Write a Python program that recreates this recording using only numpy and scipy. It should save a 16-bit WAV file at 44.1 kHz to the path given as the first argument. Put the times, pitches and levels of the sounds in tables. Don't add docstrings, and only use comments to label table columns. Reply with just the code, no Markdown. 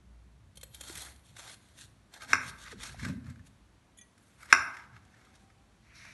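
import sys
import numpy as np
from scipy import signal
from scipy.fft import rfft, irfft, next_fast_len
from scipy.io import wavfile
from scipy.ndimage import uniform_filter1d, map_coordinates

SR = 44100
rng = np.random.default_rng(int(sys.argv[2]) if len(sys.argv) > 2 else 0)


def master(y):
    cut = np.clip(np.atleast_2d(y).T, -1, 1)
    pcm = np.round(cut * 32767)
    wavfile.write(sys.argv[1], SR, pcm.astype(np.int16))


def linear_from_db(decibels):
    return 10 ** (np.asarray(decibels, float) / 20)


N = 270421

# (frequency [Hz], relative level [dB per Hz])
AIR_SPECTRUM = [(120, -24), (200, -1), (255, -6.5), (335, -9.5), (427, -14.5), (473, -15.5), (691, -14.5),
                (806, -16.5), (958, -15.5), (1870, -20), (5940, -27.5), (12200, -34.5), (15900, -79),
                (22000, -120)]
AIR_DB = -67
# (frequency [Hz], relative level [dB per Hz])
RUMBLE_SPECTRUM = [(55, -26.5), (78, 6), (120, 5), (200, -7), (280, -47.5)]
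# (frequency [Hz], relative level [dB per Hz])
DEEP_SPECTRUM = [(20, -37), (35, -14.5), (55, 7), (72, 1.5), (95, -45.5)]
# (time [s], rumble level [dB], deep rumble level [dB])
LOW_LEVELS = [(0, -66.5, -65), (.5, -60.5, -67), (1.0, -65.5, -71), (1.5, -63.5, -69), (2.1, -69, -69),
              (2.4, -63, -62), (3.05, -62, -54.5), (3.2, -57, -73), (3.5, -71, -59.5), (3.75, -68, -69.5),
              (4.4, -69.5, -71), (4.8, -65.5, -63), (5.1, -65.5, -73), (6.13, -65, -69.5)]
# (time [s], frequency [Hz], level [dB])
DRONE = [(0, 60.6, -62.5), (.2, 58.6, -53), (.55, 59.4, -65.5), (.85, 64, -60.5), (1.1, 66.2, -58),
         (1.4, 68, -72)]
# (time [s], frequency [Hz], level [dB])
FAINT_TONE = [(5.0, 745, -83.5), (5.26, 760, -80), (5.32, 764, -68.5), (5.37, 768, -82), (5.45, 778, -77),
              (5.57, 786, -78.5), (5.75, 800, -85.5)]
# (frequency [Hz], t60 [s])
ROOM_DECAY = [(200, 0.68), (700, 0.86), (1400, 0.6), (2400, 0.46), (3500, .5), (5500, 0.4), (7500, 0.33),
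              (10000, 0.6)]
# (delay [s], level [dB])
WALL_ECHOES = [(.009, -12), (0.0119, -12), (.022, -13.5), (.028, -25), (.036, -21.5), (.048, -27)]
# (time [s], thud level [dB], boom level [dB], decay [s])
THUDS = [(.97, -78, -54.5, 0.036), (1.31, -72, -59.5, 0.026), (1.84, -80, -56.5, 0.031),
         (2.341, -44, -65, 0.056), (2.47, -55.5, -47.5, 0.068), (2.76, -48, -57, 0.025),
         (2.91, -54, -51, 0.078), (3.04, -48, -41.5, 0.054), (3.088, -35, -44, 0.079),
         (3.27, -49, -43.5, 0.086), (3.39, -58, -55, 0.046), (3.46, -60.5, -58, .04),
         (4.59, -75, -50, 0.029), (4.95, -76, -53.5, .04)]
THUD_RISE_S = .03
# (frequency [Hz], relative level [dB per Hz])
ROCKING_SPECTRUM = [(35, -41.5), (60, -5), (81, -3.5), (204, -0.5), (259, 3.5), (303, -18.5), (385, -20.5),
                    (432, -32.5), (600, -23), (780, -47), (1320, -120)]
# (time [s], level before onset and decay [dB], starting pitch [Hz], t60 [s], fall [octaves/s])
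KNOCKS = [(0.574, -49.5, 532, 0.026, -3), (0.633, -41.5, 510, 0.025, -3), (0.808, -46, 550, 0.036, 10),
          (0.899, -36, 347, 0.036, 3), (2.7235, -41, 1230, 0.022, 1.5), (2.727, -44, 520, 0.14, 31),
          (2.9445, -35, 734, 0.016, 6), (3.031, -29, 187, .04, 9.5), (3.064, -24, 224, 0.03, 22),
          (3.097, -29, 201, 0.071, 1), (3.394, -51.5, 1760, 0.04, 1.5), (3.89, -54, 843, 0.0199, 0),
          (5.14, -51, 1743, 0.037, -5), (5.27, -50, 1290, 0.024, 7), (5.501, -48, 1290, .02, 3),
          (6.046, -53, 1180, 0.045, 3)]
# (time [s], rub level [dB], rustle level [dB])
SLIDE = [(5.82, -84, -80), (5.86, -68.5, -74), (5.93, -61.5, -75), (5.955, -58.5, -58),
         (6.088, -53.5, -61.5), (6.13, -59, -62)]
# (frequency [Hz], relative level [dB per Hz])
RUB_SPECTRUM = [(410, -36), (700, -6.5), (764, -35), (845, -16.5), (974, -14), (1110, -10), (2290, 1.5),
                (3500, -21), (4550, -60.5), (7700, -120)]
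# (frequency [Hz], relative level [dB per Hz])
RUSTLE_SPECTRUM = [(1760, -47), (3000, -10), (3990, 2), (4830, -2.5), (5710, 3), (7500, -12.5),
                   (11200, -11.5), (12000, -18.5), (15600, -47.5), (22000, -120)]
# (time [s], level [dB], nearness to the tip [0-1])
TOUCHES = [(3.969, -61, 0.9), (3.974, -52.5, 1), (3.985, -47, 0.73), (4.011, -49.5, 0.33)]
# (frequency [Hz], level touched at belly [dB], level touched at tip [dB], t60 [s])
FREE_BLADE = [(1930, -6, -19.5, 0.13), (2390, -4.5, -18, 0.074), (3050, -13.5, -13, 0.036),
              (3410, -2, -9, 0.079), (6300, 8, -21, 0.044), (6790, -21, 0, 0.044), (7830, -11, -17, 0.033),
              (9040, -2, -12.5, 0.052), (8780, -16, -8, 0.025), (9600, 0, -13, 0.041),
              (10960, -15, -0.5, 0.024)]
# (time [s], gain [dB], contact time [s], treble tilt [dB per octave], room level [dB])
BLOWS = [(2.3316, -8, 0.00055, 3, -3.5), (4.526, 1, 0.00094, 2.5, -4.5)]
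# (frequency [Hz], relative level [dB], t60 [s])
PLATE_MODES = [(273, -26, 0.11), (368, -29.5, 0.078), (675, -35, 0.082), (910, -8.5, 0.02),
               (1107, -17, 0.054), (1290, -0.5, 0.017), (1493, -3.5, 0.023), (1605, 3.5, 0.016),
               (1580, -21.5, 0.013), (2030, -17, 0.068), (2137, 1.5, 0.0084), (2533, -7.5, 0.014),
               (2754, -19, .025), (3740, -22.5, 0.012), (4480, -26.5, 0.02), (5194, -14.5, 0.015),
               (5270, -7.5, 0.01), (5650, -22, 0.034), (5870, -21, 0.021), (6990, -28.5, 0.017),
               (7078, -21, 0.013), (8400, -29.5, .01), (9770, -40, 0.042), (11400, -40.5, 0.009)]
# (peak time [s], rise [s], fall [s], crust crackle [dB], scrape on the plate [dB])
STROKES = [(0.76, 0.04, 0.035, -57, -68.5), (0.9, 0.094, .05, -47, -62.5), (0.999, 0.088, 0.11, -48, -56),
           (1.27, 0.032, .08, -63, -94), (1.39, 0.035, 0.12, -53, -59), (1.5, 0.074, 0.056, -52, -60.5),
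           (1.68, 0.092, 0.091, -68, -77), (1.82, 0.057, 0.041, -53, -70), (2.14, 0.027, .08, -58.5, -61.5),
           (2.225, 0.024, 0.048, -55.5, -51.5), (2.316, 0.038, 0.052, -46.5, -45),
           (2.49, 0.08, .02, -47.5, -53.5), (2.62, 0.057, .04, -55, -65), (2.675, 0.043, 0.029, -57, -50.5),
           (2.72, 0.036, 0.024, -55, -56), (2.844, 0.051, 0.078, -48, -49.5),
           (3.056, 0.078, 0.062, -52.5, -48), (3.3, 0.06, 0.03, -71, -60), (3.47, .025, 0.018, -67, -75),
           (4.33, 0.19, .06, -73.5, -77.5), (4.43, 0.045, 0.055, -63, -59), (4.517, 0.031, .01, -55.5, -44),
           (4.79, 0.11, 0.064, -77.5, -54), (4.96, 0.037, 0.038, -82.5, -61.5),
           (5.22, 0.24, 0.18, -77, -69.5), (5.357, 0.027, 0.021, -67.5, -67.5),
           (5.43, 0.059, 0.043, -75, -90)]
EDGE_DB, SQUARENESS = -12, 2
UNEVEN_DB, UNEVEN_HZ = 1.7, 90
# (time [s], crack level [dB], plate knock level [dB])
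SNAPS = [(0.5574, -55, -85), (0.574, -44, -87), (0.613, -49.5, -87), (0.6332, -40, -57), (0.7472, -42, -75),
         (0.811, -37, -80), (0.838, -49, -67), (0.8846, -46, -62), (0.898, -49, -46), (0.9548, -41.5, -67),
         (0.9743, -42.5, -70), (1.0203, -43, -67), (1.0853, -69, -52.5), (1.1621, -58.5, -86),
         (1.195, -66, -86), (1.3678, -50, -49), (1.398, -61, -50), (1.543, -51, -66), (1.812, -51, -66),
         (2.1407, -47, -53), (2.221, -50, -43), (2.6386, -51, -53), (2.726, -64, -51), (2.894, -56, -45),
         (2.945, -63, -58), (2.997, -56, -43), (3.0513, -43, -38.5), (3.245, -74, -58), (3.267, -78, -53),
         (3.3015, -57, -63), (3.36, -80, -62), (3.3937, -83, -61.5), (3.4702, -57.5, -79),
         (4.18, -65.5, -62.5), (4.418, -73, -59), (4.4306, -55, -51), (4.46, -62, -55),
         (4.77, -65.5, -42.5), (4.9662, -81.5, -52.5), (5.0519, -65.5, -77), (5.1466, -74, -62),
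         (5.2504, -63.5, -63.5), (5.356, -65, -68), (5.5021, -85, -59.5), (5.955, -78, -65),
         (6.052, -63, -47.5)]
SNAP_RISE_S, SNAP_FALL_S = 0.0024, 0.005
# (frequency [Hz], relative level [dB per Hz])
CRUST_SPECTRUM = [(180, -38), (300, 0.5), (350, -14.5), (961, -14.5), (1760, -6.5), (2630, -4.5), (3540, 0),
                  (4980, -5.5), (9850, -2.5), (11700, -5), (12200, -27.5), (15900, -61), (22000, -120)]
# (frequency [Hz], relative level [dB per Hz])
CRUMB_SPECTRUM = [(200, -27), (320, -6), (550, 0), (850, 9), (1300, -37.5)]
# (frequency [Hz], width [Hz], level [dB])
GRIPPED_BLADE = [(2140, 72, -6.5), (2540, 83, -10.5), (3158, 20, 0.5), (3590, 97, -3.5), (4190, 70, -1.5),
                 (5420, 170, -7.5), (5640, 130, -13.5), (6080, 47, -6.5), (6300, 34, -14), (6900, 78, -6.5),
                 (7960, 160, -5), (9800, 280, -2.5), (11000, 390, -9.5), (11500, 39, -4.5)]
# (time [s], freedom to ring [dB], treble let out [dB], crumb level [dB])
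BLADE_FREEDOM = [(.5, 6, 4, -10), (.8, -3, 3, -7), (.95, -11, 1.5, -7), (1.45, -11.5, 0, -5),
                 (1.9, -12, -2.5, -15), (2.2, -1, 1, -4), (2.5, -10.5, -2.5, -12), (2.85, -14, -6, -12.5),
                 (3.3, -14, 0, -5), (4.4, -16.5, 3.5, -8.5), (4.9, -17.5, -3, -5)]
# (frequency [Hz], half-width [Hz], depth [0-1])
PORT_DIPS = [(2860, 150, 0.1), (5070, 230, 0.4)]


def unit(x):
    return x / np.sqrt(np.mean(x ** 2) + 1e-20)


def along(points, hz):
    f, v = np.transpose(points)
    return np.interp(np.log(hz + 1), np.log(f + 1), v)


def curves(rows):
    s, *cols = np.transpose(rows)
    return [np.interp(np.arange(N) / SR, s, c) for c in cols]


def wobble(rate):
    knots = rng.standard_normal(int(N * rate / SR) + 4)
    return map_coordinates(knots, [np.arange(N) * rate / SR])


def coloured(x, gain):
    m = 2 * next_fast_len(len(x) // 2 + 4096)
    cepstrum = irfft(np.log(gain(np.fft.rfftfreq(m, 1 / SR)) + 1e-6), m)
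    cepstrum[1:m // 2] *= 2
    cepstrum[m // 2 + 1:] = 0
    return irfft(rfft(x, m) * np.exp(rfft(cepstrum)), m)[:len(x)]


def noise(spectrum):
    return unit(coloured(rng.standard_normal(N), lambda hz: linear_from_db(along(spectrum, hz))))


def tone(rows, blur):
    hz, db = curves(rows)
    s = np.arange(N) / SR
    phase = 2 * np.pi * np.cumsum(hz) / SR + blur * wobble(14)
    return np.sqrt(2) * linear_from_db(db) * np.sin(phase) * (s >= rows[0][0]) * (s < rows[-1][0])


def humps(peaks, hz):
    power = sum(linear_from_db(2 * db) * (hz * w) ** 2 / ((c * c - hz * hz) ** 2 + (hz * w) ** 2) for c, w, db in peaks)
    return np.sqrt(power)


def ring(modes, attack, scatter_db, tilt_db=0):
    t = np.arange(SR // 2) / SR
    out = np.zeros(len(t))
    for k, (hz, db, t60) in enumerate(modes):
        strength_db = db + tilt_db * np.log2(hz / 1600) + scatter_db * rng.standard_normal()
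        onset = 1 - np.exp(-(t * (hz / 2000) ** .6 / attack) ** 2)
        out += (-1) ** k * linear_from_db(strength_db - 60 * t / t60) * np.sin(2 * np.pi * hz * t) * onset
    return out


def grains(rate, spread_db, hiss):
    chance, size, sign = rng.random(N), rng.exponential(size=N), rng.standard_normal(N)
    broken = chance < rate / SR * linear_from_db(3 * wobble(60))
    cracks = broken * sign * linear_from_db(spread_db * np.minimum(size, 3))
    return unit(unit(cracks) + hiss * rng.standard_normal(N))


def swells(peaks, rises, falls, levels_db, power, edge_db):
    t = np.arange(N) / SR
    energy = np.zeros(N)
    for s, up, down, db in np.broadcast(peaks, rises, falls, levels_db):
        away = np.abs(t - s) / np.where(t < s, abs(up), abs(down))
        energy += linear_from_db(2 * (db + edge_db * away ** power))
    return np.sqrt(energy)


def patchy(x, depth_db):
    z = signal.stft(x, nperseg=256)[2]
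    field = uniform_filter1d(rng.standard_normal(z.shape), size=2, axis=0)
    field = uniform_filter1d(field, size=14, axis=1)
    gain = linear_from_db(depth_db * unit(field))
    return signal.istft(z * unit(gain), nperseg=256)[1][:N]


def background():
    rumble_db, deep_db = curves(LOW_LEVELS)
    rumble = linear_from_db(rumble_db + 1.7 * wobble(4.2)) * noise(RUMBLE_SPECTRUM)
    deep = linear_from_db(deep_db + 1.5 * wobble(5)) * noise(DEEP_SPECTRUM)
    air = linear_from_db(AIR_DB + .6 * wobble(1.1)) * noise(AIR_SPECTRUM)
    drone = linear_from_db(2.6 * wobble(9.35)) * tone(DRONE, blur=0.4)
    faint = linear_from_db(3.5 * wobble(28)) * tone(FAINT_TONE, blur=0.55)
    return air + rumble + deep + drone + faint


def tail():
    hz, t, z = signal.stft(rng.standard_normal(SR), SR, nperseg=256)
    decay = linear_from_db(-60 * t / along(ROOM_DECAY, hz)[:, None])
    h = signal.istft(z * decay, SR, nperseg=256)[1][:SR]
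    h = h * (1 - np.exp(-np.arange(SR) / SR / .012))
    return h / np.linalg.norm(h)


def thuds():
    grainy = grains(rate=1200, spread_db=2.0, hiss=1.0)
    rocking = unit(coloured(grainy, lambda hz: linear_from_db(along(ROCKING_SPECTRUM, hz))))
    s, thud_db, boom_db, decay = np.transpose(THUDS)

    def jolt(db):
        return swells(s, THUD_RISE_S, decay, db, 0.94, -20 / np.log(10))

    return jolt(thud_db) * rocking + jolt(boom_db) * noise(RUMBLE_SPECTRUM)


def knocks():
    out, t = np.zeros(N + SR), np.arange(SR // 8) / SR
    for s, db, hz, t60, fall in KNOCKS:
        phase = 2 * np.pi * np.cumsum(hz * 2 ** (-fall * t)) / SR
        onset = 1 - np.exp(-t / 0.0012)
        out[round(s * SR):][:len(t)] += linear_from_db(db - 60 * t / t60) * onset * np.sin(phase)
    return out[:N]


def slide():
    rub_db, rustle_db = curves([(5.65, -95, -95), *SLIDE])
    rub = linear_from_db(rub_db) * noise(RUB_SPECTRUM)
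    rustle = linear_from_db(rustle_db) * noise(RUSTLE_SPECTRUM)
    return patchy(rub + rustle, depth_db=1.0)


def touches():
    out, t = np.zeros(N + SR), np.arange(SR // 40) / SR
    for s, db, tip in TOUCHES:
        chatter = rng.standard_normal(len(t)) * np.exp(-t / 0.0054)
        modes = [(f, belly + tip * (point - belly), t60) for f, belly, point, t60 in FREE_BLADE]
        steel = ring(modes, .0005, 1.43)
        sound = signal.fftconvolve(steel, chatter / np.linalg.norm(chatter))
        out[round(s * SR):][:len(sound)] += linear_from_db(db) * sound
    return out[:N]


def blows():
    out, t = np.zeros(N + 2 * SR), np.arange(SR // 2) / SR
    walls = np.zeros(SR)
    walls[[round(d * SR) for d, _ in WALL_ECHOES]] = [linear_from_db(g) for _, g in WALL_ECHOES]
    for s, db, contact, tilt_db, room_db in BLOWS:
        grit = coloured(rng.standard_normal(len(t)), lambda hz: 1 / (1 + (hz / 6000) ** 2))
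        crack = 0.12 * linear_from_db(-60 * t / 0.04) * (1 - np.exp(-t / contact)) * grit
        hit = ring(PLATE_MODES, contact, 0.19, tilt_db) + crack
        wet = signal.fftconvolve(hit, linear_from_db(room_db) * (walls + linear_from_db(-6.5) * tail()))
        out[round(s * SR):][:len(hit)] += linear_from_db(db) * hit
        out[round(s * SR):][:len(wet)] += linear_from_db(db) * wet
    return out[:N]


def crust_colour(hz):
    return linear_from_db(along(CRUST_SPECTRUM, hz))


def crumb_colour(hz):
    return linear_from_db(along(CRUMB_SPECTRUM, hz))


def plate_colour(hz):
    return humps([(f, 3 / max(t60, .02) + 60, db) for f, db, t60 in PLATE_MODES], hz)


def blade_colour(hz):
    return humps([(f, max(w, 110), db) for f, w, db in GRIPPED_BLADE], hz) ** 1.3


def snap_gain(levels):
    out, t = np.zeros(N + SR), np.arange(-SR // 100, SR // 20) / SR
    shape = np.where(t < 0, np.exp(-(t / SNAP_RISE_S) ** 2), np.exp(-abs(t) / SNAP_FALL_S))
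    for (s, *_), db in zip(SNAPS, levels):
        out[round(s * SR) - SR // 100:][:len(t)] += linear_from_db(db) * shape
    return out[:N]


def knife():
    peak, rise, fall, crackle_db, scrape_db = np.transpose(STROKES)
    _, snap_db, knock_db = np.transpose(SNAPS)
    ring_db, treble_db, crumb_db = curves(BLADE_FREEDOM)
    breaks = grains(rate=4000, spread_db=4, hiss=.9)
    puff = rng.standard_normal(N)

    def push(db):
        return swells(peak, rise, fall, db, SQUARENESS, EDGE_DB) * linear_from_db(UNEVEN_DB * wobble(UNEVEN_HZ))

    def through(x, colour):
        return coloured(x, colour) / np.std(coloured(puff, colour))

    fracture = push(crackle_db) * breaks + snap_gain(snap_db) * puff
    treble = coloured(fracture, lambda hz: 1 / np.sqrt(1 + (5500 / (hz + 1)) ** 6))
    fracture = fracture + (linear_from_db(treble_db) - 1) * treble
    freedom = linear_from_db(ring_db)
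    share = 1 / np.sqrt(1 + freedom ** 2)
    crust = through(share * fracture, crust_colour)
    plate = through(push(scrape_db) * breaks + snap_gain(knock_db) * puff, plate_colour)
    crumb = through(push((crackle_db + scrape_db) / 2) * linear_from_db(crumb_db) * breaks, crumb_colour)
    blade = through(share * freedom * fracture, blade_colour)
    return patchy(crust + plate + crumb, depth_db=2.2) + blade


def scene():
    near = knife() + touches() + knocks() + slide()
    room = linear_from_db(-12.0) * signal.fftconvolve(near, tail())[:N]
    return (near + room + thuds() + blows() + background())[None]


def top_cut(x):
    return signal.sosfilt(signal.butter(12, 12390, fs=SR, output="sos"), x)


def record(dry):
    def port_gain(hz):
        return np.prod([1 - np.clip(d, 0, .9) / (1 + ((hz - f) / w) ** 2) for f, w, d in PORT_DIPS], axis=0)

    port = coloured(dry[0], port_gain)
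    soft = port / (1 + np.abs(port / .9) ** 6) ** (1 / 6)
    finished = coloured(soft, lambda hz: 1 / (1 + (hz / 11950) ** 40))[None]
    return top_cut(finished)


dry = scene()
out = record(dry)
master(out)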